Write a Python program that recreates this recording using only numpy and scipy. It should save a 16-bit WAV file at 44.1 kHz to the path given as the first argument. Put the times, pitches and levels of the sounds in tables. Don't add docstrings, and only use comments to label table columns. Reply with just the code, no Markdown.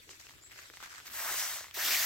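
import sys
import numpy as np
from scipy import signal
from scipy.fft import rfft, irfft, next_fast_len
from scipy.io import wavfile
from scipy.ndimage import uniform_filter1d, map_coordinates

SR = 44100
rng = np.random.default_rng(int(sys.argv[2]) if len(sys.argv) > 2 else 0)


def transcribe(u):
    v = np.clip(np.atleast_2d(u).T, -1, 1)
    q = np.round(v * 32767).astype(np.int16)
    wavfile.write(sys.argv[1], SR, q)


def ratio_of_db(decibels):
    return 10 ** (np.asarray(decibels, float) / 20)


N = 90404


def unit(x):
    return x / np.sqrt(np.mean(x ** 2) + 1e-20)


def along(points, hz):
    f, v = np.transpose(points)
    return np.interp(np.log(hz + 1), np.log(f + 1), v)


def wobble(rate):
    knots = rng.standard_normal(int(N * rate / SR) + 4)
    return map_coordinates(knots, [np.arange(N) * rate / SR])


def filtered(x, response):
    m = next_fast_len(N + 8192)
    return irfft(rfft(x, m) * response(np.fft.rfftfreq(m, 1 / SR)), m)[..., :N]


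def spread(pair, spectrum, alike):
    def mid_side(hz):
        turn = np.arccos(np.clip(along(alike, hz), -1, 1)) / 2
        return ratio_of_db(along(spectrum, hz)) * [np.cos(turn), np.sin(turn)]

    mid, side = filtered(pair, mid_side)
    return unit(np.array([mid + side, mid - side]))


def patchy(depth_db):
    z = signal.stft(rng.standard_normal((2, N)), nperseg=256)[2]
    field = uniform_filter1d(rng.standard_normal(z.shape[1:]), 5, 0)
    field = uniform_filter1d(field, 10, 1)
    return signal.istft(z * ratio_of_db(depth_db * unit(field)), nperseg=256)[1][:, :N]


def impacts(per_s, spread_db, wash):
    hits = rng.random(N) < per_s / SR
    size = hits * ratio_of_db(spread_db * np.minimum(rng.exponential(size=N), 3))
    burst = signal.lfilter([1], [1, -.93], size)
    return unit(unit(burst) + wash) * patchy(depth_db=1.5)


def leftward(pair, lead_s):
    return filtered(pair, lambda hz: np.exp(1j * np.pi * hz * lead_s * np.array([[1], [-1]])))


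def countryside():
    # pitch_hz [Hz], level_db [dB per Hz]
    air_colour = [(150, -7), (220, -16.5), (600, -4), (1000, -21.5), (1600, -4), (4000, -3.5), (7500, -7),
                  (16000, -16.5)]
    # pitch_hz [Hz], level_db [dB per Hz]
    hum_colour = [(33, -50), (45, -15), (55, 0.5), (115, -0.5), (200, -14.5), (300, -6.5), (400, -6.5)]
    # pitch_hz [Hz], left_right_likeness [0 to 1]
    far_width = [(60, 0.83), (1000, 0.22), (8000, 0.054)]
    # start_s [s], level_db [dB]
    breeze = [(0, 1.5), (.1, -1.5), (.33, 1.5), (.4, -1.5), (.49, -1.5), (.52, 2), (1.6, -1.5), (1.72, 1),
              (2.05, 4)]
    air_db, hum_db = -61.5, -70
    gust_db = np.interp(np.arange(N) / SR, *np.transpose(breeze)) + 0.31 * wobble(8.7)
    air = ratio_of_db(air_db + gust_db) * spread(patchy(depth_db=3.5), air_colour, far_width)
    hum = spread(patchy(depth_db=2), hum_colour + [(500, -61)], far_width)
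    return air + ratio_of_db(hum_db + 0.66 * wobble(7.1)) * hum


def birds():
    # start_s [s], length_s [s], from_hz [Hz], to_hz [Hz], level_db [dB]
    chirps = [(.405, .055, 6950, 7100, -70), (.415, .04, 7000, 7800, -65), (.43, .035, 7150, 7950, -62),
              (.448, .04, 7350, 7950, -62), (.495, .03, 7600, 7700, -73), (.620, .012, 5450, 5100, -65),
              (.618, .035, 4950, 4200, -72), (.645, .026, 4250, 3900, -66), (.62, .035, 6650, 6700, -70),
              (.632, .025, 7200, 7550, -71), (.66, .014, 7300, 7700, -70)]
    echo_db, echo_t60 = -4, 0.21
    out = np.zeros(N + SR)
    waver = 1 + .017 * wobble(400)
    for s, d, from_hz, to_hz, db in chirps:
        start = round(s * SR)
        u = np.arange(round(d * SR)) / (d * SR)
        hz = (from_hz + (to_hz - from_hz) * u ** 0.83) * waver[start:][:len(u)]
        whistle = np.sin(2 * np.pi * np.cumsum(hz) / SR)
        out[start:][:len(u)] += ratio_of_db(db + 5) * np.sin(np.pi * u) * whistle
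    tail = rng.standard_normal((2, SR // 5)) * ratio_of_db(-60 * np.arange(SR // 5) / SR / echo_t60)
    echo = signal.fftconvolve(out[None], tail / np.linalg.norm(tail[0]), axes=1)[:, :N]
    flicker_db = 3.5 * np.array([wobble(250), wobble(250)])
    return out[:N] * ratio_of_db(flicker_db) + ratio_of_db(echo_db) * echo


def thuds():
    # start_s [s], length_s [s], level_db [dB], pitch_hz [Hz]
    footfalls = [
        (.06, .08, -62, 390),
        (.697, .025, -61, 400),
        (1.05, .1, -67, 260),
        (1.197, .025, -57, 330),
        (1.305, .03, -55, 330),
        (1.335, .025, -55, 500),
        (1.762, .03, -54, 380),
        (1.79, .26, -58, 330),
    ]
    t, out = np.arange(N) / SR, 0
    for s, d, db, pitch_hz in footfalls:
        push = np.interp(t, [s, s + 0.41 * d, s + d], [0, 1, 0])
        band = filtered(rng.standard_normal(N),
                        lambda hz: np.exp(-(np.log((hz + 1) / pitch_hz) / 0.36) ** 2))
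        out = out + ratio_of_db(db) * push * unit(band)
    return out


def sandals():
    # start_s [s], length_s [s], level_db [dB], grind_hz [Hz]
    scuffs = [(0.07, 0.08, -72, 4500), (0.094, 0.039, -51, 5500), (0.1, 0.046, -68, 2010),
              (0.189, 0.067, -55.5, 5440), (0.284, 0.02, -59, 3500), (0.507, 0.054, -54, 2280),
              (0.569, 0.077, -54.5, 1840), (0.703, 0.26, -58.5, 4470), (0.805, 0.038, -52.5, 1600),
              (0.826, 0.039, -49.5, 1560), (0.885, 0.13, -55, 1390), (1.046, 0.21, -54.5, 2000)]
    # pitch_hz [Hz], level_db [dB per Hz]
    grit_colour = [(200, -43), (700, -6), (1800, -2.5), (3500, -7.5), (7000, -6), (16000, -20)]
    # pitch_hz [Hz], left_right_likeness [0 to 1]
    underfoot = [(300, 0.35), (1500, 0.16), (5000, 0.13), (15000, 0.062)]
    rise = .2
    grind_db, grind_octaves = 9, 0.8
    t, out = np.arange(N) / SR, 0
    grit = spread(impacts(per_s=3500, spread_db=2, wash=0.3), grit_colour, underfoot)
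    grit = ratio_of_db(1.9 * wobble(59.8)) * grit
    for s, d, db, grind_hz in scuffs:
        def grind(hz):
            octaves = np.log2((hz + 1) / grind_hz)
            return ratio_of_db(grind_db * (np.exp(-(octaves / grind_octaves) ** 2) - 0.84))

        press = np.interp(t, [s, s + rise * d, s + d, s + 2.28 * d], [0.035, 1.0, 0.54, 0.043])
        out = out + filtered(ratio_of_db(db) * press * grit, grind)
    return out


def ticks():
    # start_s [s], peak_db [dB], pitch_hz [Hz], snap_db [dB of the bright snap over the ring]
    cracks = [(0.091, -42, 2800, -10), (0.108, -47, 2160, -14), (0.131, -45, 2150, -22),
              (0.201, -46, 2500, -14), (0.267, -44, 2600, -12), (0.288, -46, 2200, -11),
              (0.293, -47, 2000, -8), (0.307, -48, 1300, -16), (0.336, -51, 1300, -16),
              (0.381, -53, 2000, -14), (0.388, -54, 1700, -18), (0.437, -52, 1400, -14),
              (0.497, -48, 5200, -10), (0.510, -49, 2220, -18), (0.517, -45, 2360, -16),
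              (0.526, -46, 2000, -14), (0.533, -47, 2800, -14), (0.559, -47, 1500, -14),
              (0.589, -39.5, 1710, -12), (0.595, -47, 2000, -12), (0.699, -39.5, 1450, -16),
              (0.737, -44, 1380, -8), (0.77, -39, 2050, -13.5), (0.775, -48, 1700, -18),
              (0.802, -39, 1400, -16), (0.826, -38.5, 1000, -8), (0.832, -41, 1320, -20),
              (0.836, -40, 1590, -20), (0.86, -41, 1730, -12), (0.948, -43, 2130, -14),
              (0.955, -49, 2000, -18), (1.0005, -38.5, 1880, -22), (1.007, -49, 1300, -22),
              (1.012, -50, 1200, -22), (1.055, -46, 1200, -12), (1.059, -43, 2100, -14),
              (1.078, -41, 2200, -13), (1.099, -45, 1500, -20), (1.136, -43, 1540, -20),
              (1.141, -40, 1550, -20), (1.2, -33, 1700, -24), (1.607, -38, 1400, -16),
              (1.6375, -45, 2800, -12), (1.6415, -38, 1600, -14), (1.6665, -47, 1200, -20),
              (1.682, -47, 1000, -16), (1.7095, -42, 3000, -6)]
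    ring_t60, snap_t60, spike_s, late_s = 0.0036, 0.0014, 50e-6, 0.0015
    all_db, snap_up_db, spike_db = 1, 4.5, 11
    rebound_s, rebound = .0008, 0.45
    low_hz, top_hz = 350, 9000
    out, t = np.zeros((2, N + SR)), np.arange(SR // 40) / SR
    for s, db, hz, snap_db in cracks:
        noise = rng.standard_normal(len(t)) + .5 * rng.standard_normal((2, len(t)))
        snap = ratio_of_db(snap_up_db + snap_db - 60 * t / snap_t60) * noise
        spike = ratio_of_db(spike_db + snap_db / 2) * np.exp(-t / spike_s)
        ring = ratio_of_db(-60 * t / ring_t60) * np.cos(2 * np.pi * hz * t - .6)
        crack = snap + spike + ring
        again = np.roll(crack, round(rebound_s * SR * rng.uniform(0.57, 1.3)), axis=1)
        out[:, round((s + late_s) * SR):][:, :len(t)] += ratio_of_db(db + all_db) * (crack + rebound * again)

    def light(hz):
        return (1j * hz / (low_hz + 1j * hz)) ** 2 / (1 + 1j * hz / top_hz)

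    return filtered(out[:, :N], light)


def drips():
    # start_s [s], peak_db [dB], pitch_hz [Hz], t60_s [s]
    leaf_rings = [
        (1.609, -44, 600, .014),
        (1.648, -46, 1050, .012),
        (1.657, -41, 2050, .012),
        (1.668, -48, 1900, .012),
        (1.680, -50, 2100, .012),
        (1.688, -50, 2100, .016),
        (1.715, -56, 1600, .01),
        (1.632, -46, 1700, .01),
    ]
    out, t = np.zeros(N + SR), np.arange(SR // 40) / SR
    soft_edge = 1 - np.exp(-t / .0012)
    for s, db, hz, t60 in leaf_rings:
        ring = ratio_of_db(db + 6 - 60 * t / t60) * np.sin(2 * np.pi * hz * t)
        out[round(s * SR):][:len(t)] += soft_edge * ring
    return out[:N]


def hollow(x):
    # start_s [s], high_share [0 low ring, 1 high ring]
    slide = [(1.15, 0.21), (1.32, 1), (1.42, .2), (1.48, 0), (1.75, 0.2), (1.85, 0.13), (1.95, 1),
             (2.05, 0.43)]
    ring_db, width = 4.5, 0.23

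    def ringing(ring_hz):
        return filtered(x, lambda hz: ratio_of_db(ring_db * np.exp(-(np.log((hz + 1) / ring_hz) / width) ** 2)))

    high = np.clip(np.interp(np.arange(N) / SR, *np.transpose(slide)), 0, 1)
    return (1 - high) * ringing(1630) + high * ringing(2170)


def sprayer():
    # start_s [s], hiss_db [dB], fine_db [dB patter over the hiss], heavy_db [dB drops over it]
    pulls = [
        [(1.05, -71, 10, 2), (1.06, -61.5, 10.5, -6), (1.075, -53.5, 6.5, -11), (1.1, -60, -5, -7),
         (1.125, -55, -7, -5), (1.13, -80, 0, 0)],
        [(1.11, -66, -2, -2), (1.138, -47.5, -0.5, -9.5), (1.205, -42, -3.5, -2.5), (1.3, -42, 0.5, 0.5),
         (1.4, -40.5, 3.5, -3.5), (1.5, -44, 1.5, 0), (1.565, -46, 3, -3), (1.605, -56.5, 8, 0.5),
         (1.715, -85, 22, 16.5)],
        [(1.732, -81, -6, 9), (1.743, -49, 3, -12), (1.775, -44.5, 6, 1.5), (1.85, -40.5, 6.5, -1.5),
         (1.95, -37.5, 6, -6), (2.05, -37, 4.5, -4.5)],
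    ]
    # pitch_hz [Hz], level_db [dB per Hz]
    jet_colour = [(1500, -17), (4000, -33), (8000, -6), (12000, 0), (16000, -1)]
    # pitch_hz [Hz], level_db [dB per Hz]
    patter_colour = [(500, -45), (1200, -8), (1900, -3), (2600, -2.5), (4500, -2), (6000, 0.5),
                     (8300, -5.5), (16000, -11)]
    # pitch_hz [Hz], level_db [dB per Hz]
    heavy_colour = [(150, -33), (300, -18), (450, -17), (620, -2), (1100, 0), (1900, 1), (2600, -10.5),
                    (5000, -12)]
    # pitch_hz [Hz], left_right_likeness [0 to 1]
    near_width = [(300, .85), (1400, .8), (3000, .6), (5500, .6), (7000, .4), (15000, .5)]
    leads_s = [60e-6, 40e-6, 2e-6]
    sizzles_db, sizzle_hz = [-3, 3.5, -2.5], 8850
    t, out = np.arange(N) / SR, 0
    jet = spread(patchy(depth_db=-0.5), jet_colour, near_width)
    patter = hollow(spread(impacts(per_s=9800, spread_db=-0.5, wash=3.1), patter_colour, near_width))
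    heavy = spread(impacts(per_s=1500, spread_db=4, wash=1.9), heavy_colour, near_width)
    hiss_flutter, fine_flutter, heavy_flutter = .4 * wobble(30), .6 * wobble(40), wobble(40)
    for pull, lead_s, sizzle_db in zip(pulls, leads_s, sizzles_db):
        s, hiss_db, fine_db, heavy_db = np.transpose(pull)
        sizzling = filtered(patter, lambda hz: ratio_of_db(sizzle_db * np.exp(-(hz / sizzle_hz - 1) ** 2 / 0.071)))
        fine = ratio_of_db(np.interp(t, s, fine_db) + fine_flutter) * sizzling
        drops = ratio_of_db(np.interp(t, s, heavy_db) + heavy_flutter) * heavy
        level = ratio_of_db(np.interp(t, s, hiss_db, -120, -120) + hiss_flutter)
        out = out + leftward(level * (jet + fine + drops), lead_s)
    return out


def scene():
    # pitch_hz [Hz], left_over_right_db [dB]
    lean = [(300, 2.6), (1500, -.6), (3500, 3.2), (5500, -1), (7500, 4), (8900, 1), (10500, 4.5),
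            (15500, -2)]
    ground_lead_s = 290e-6
    feet = leftward(sandals() + thuds(), ground_lead_s) + leftward(ticks() + drips(), 60e-6)
    background = birds() + leftward(countryside(), ground_lead_s)
    return filtered(sprayer() + feet + background,
                    lambda hz: ratio_of_db(np.array([[.5], [-.5]]) * along(lean, hz)))


def low_pass(x):
    return signal.sosfilt(signal.butter(12, 15880, fs=SR, output="sos"), x)


def record(dry):
    # pitch_hz [Hz], level_db [dB]
    mic = [(7000, 1.5), (8300, 3.5), (9200, -5), (9900, -2.5), (11500, 3), (13000, 5)]
    top_hz = 15870
    mix = filtered(dry, lambda hz: ratio_of_db(along(mic, hz)) * (hz < top_hz))
    return low_pass(mix)


dry = scene()
out = record(dry)
transcribe(out)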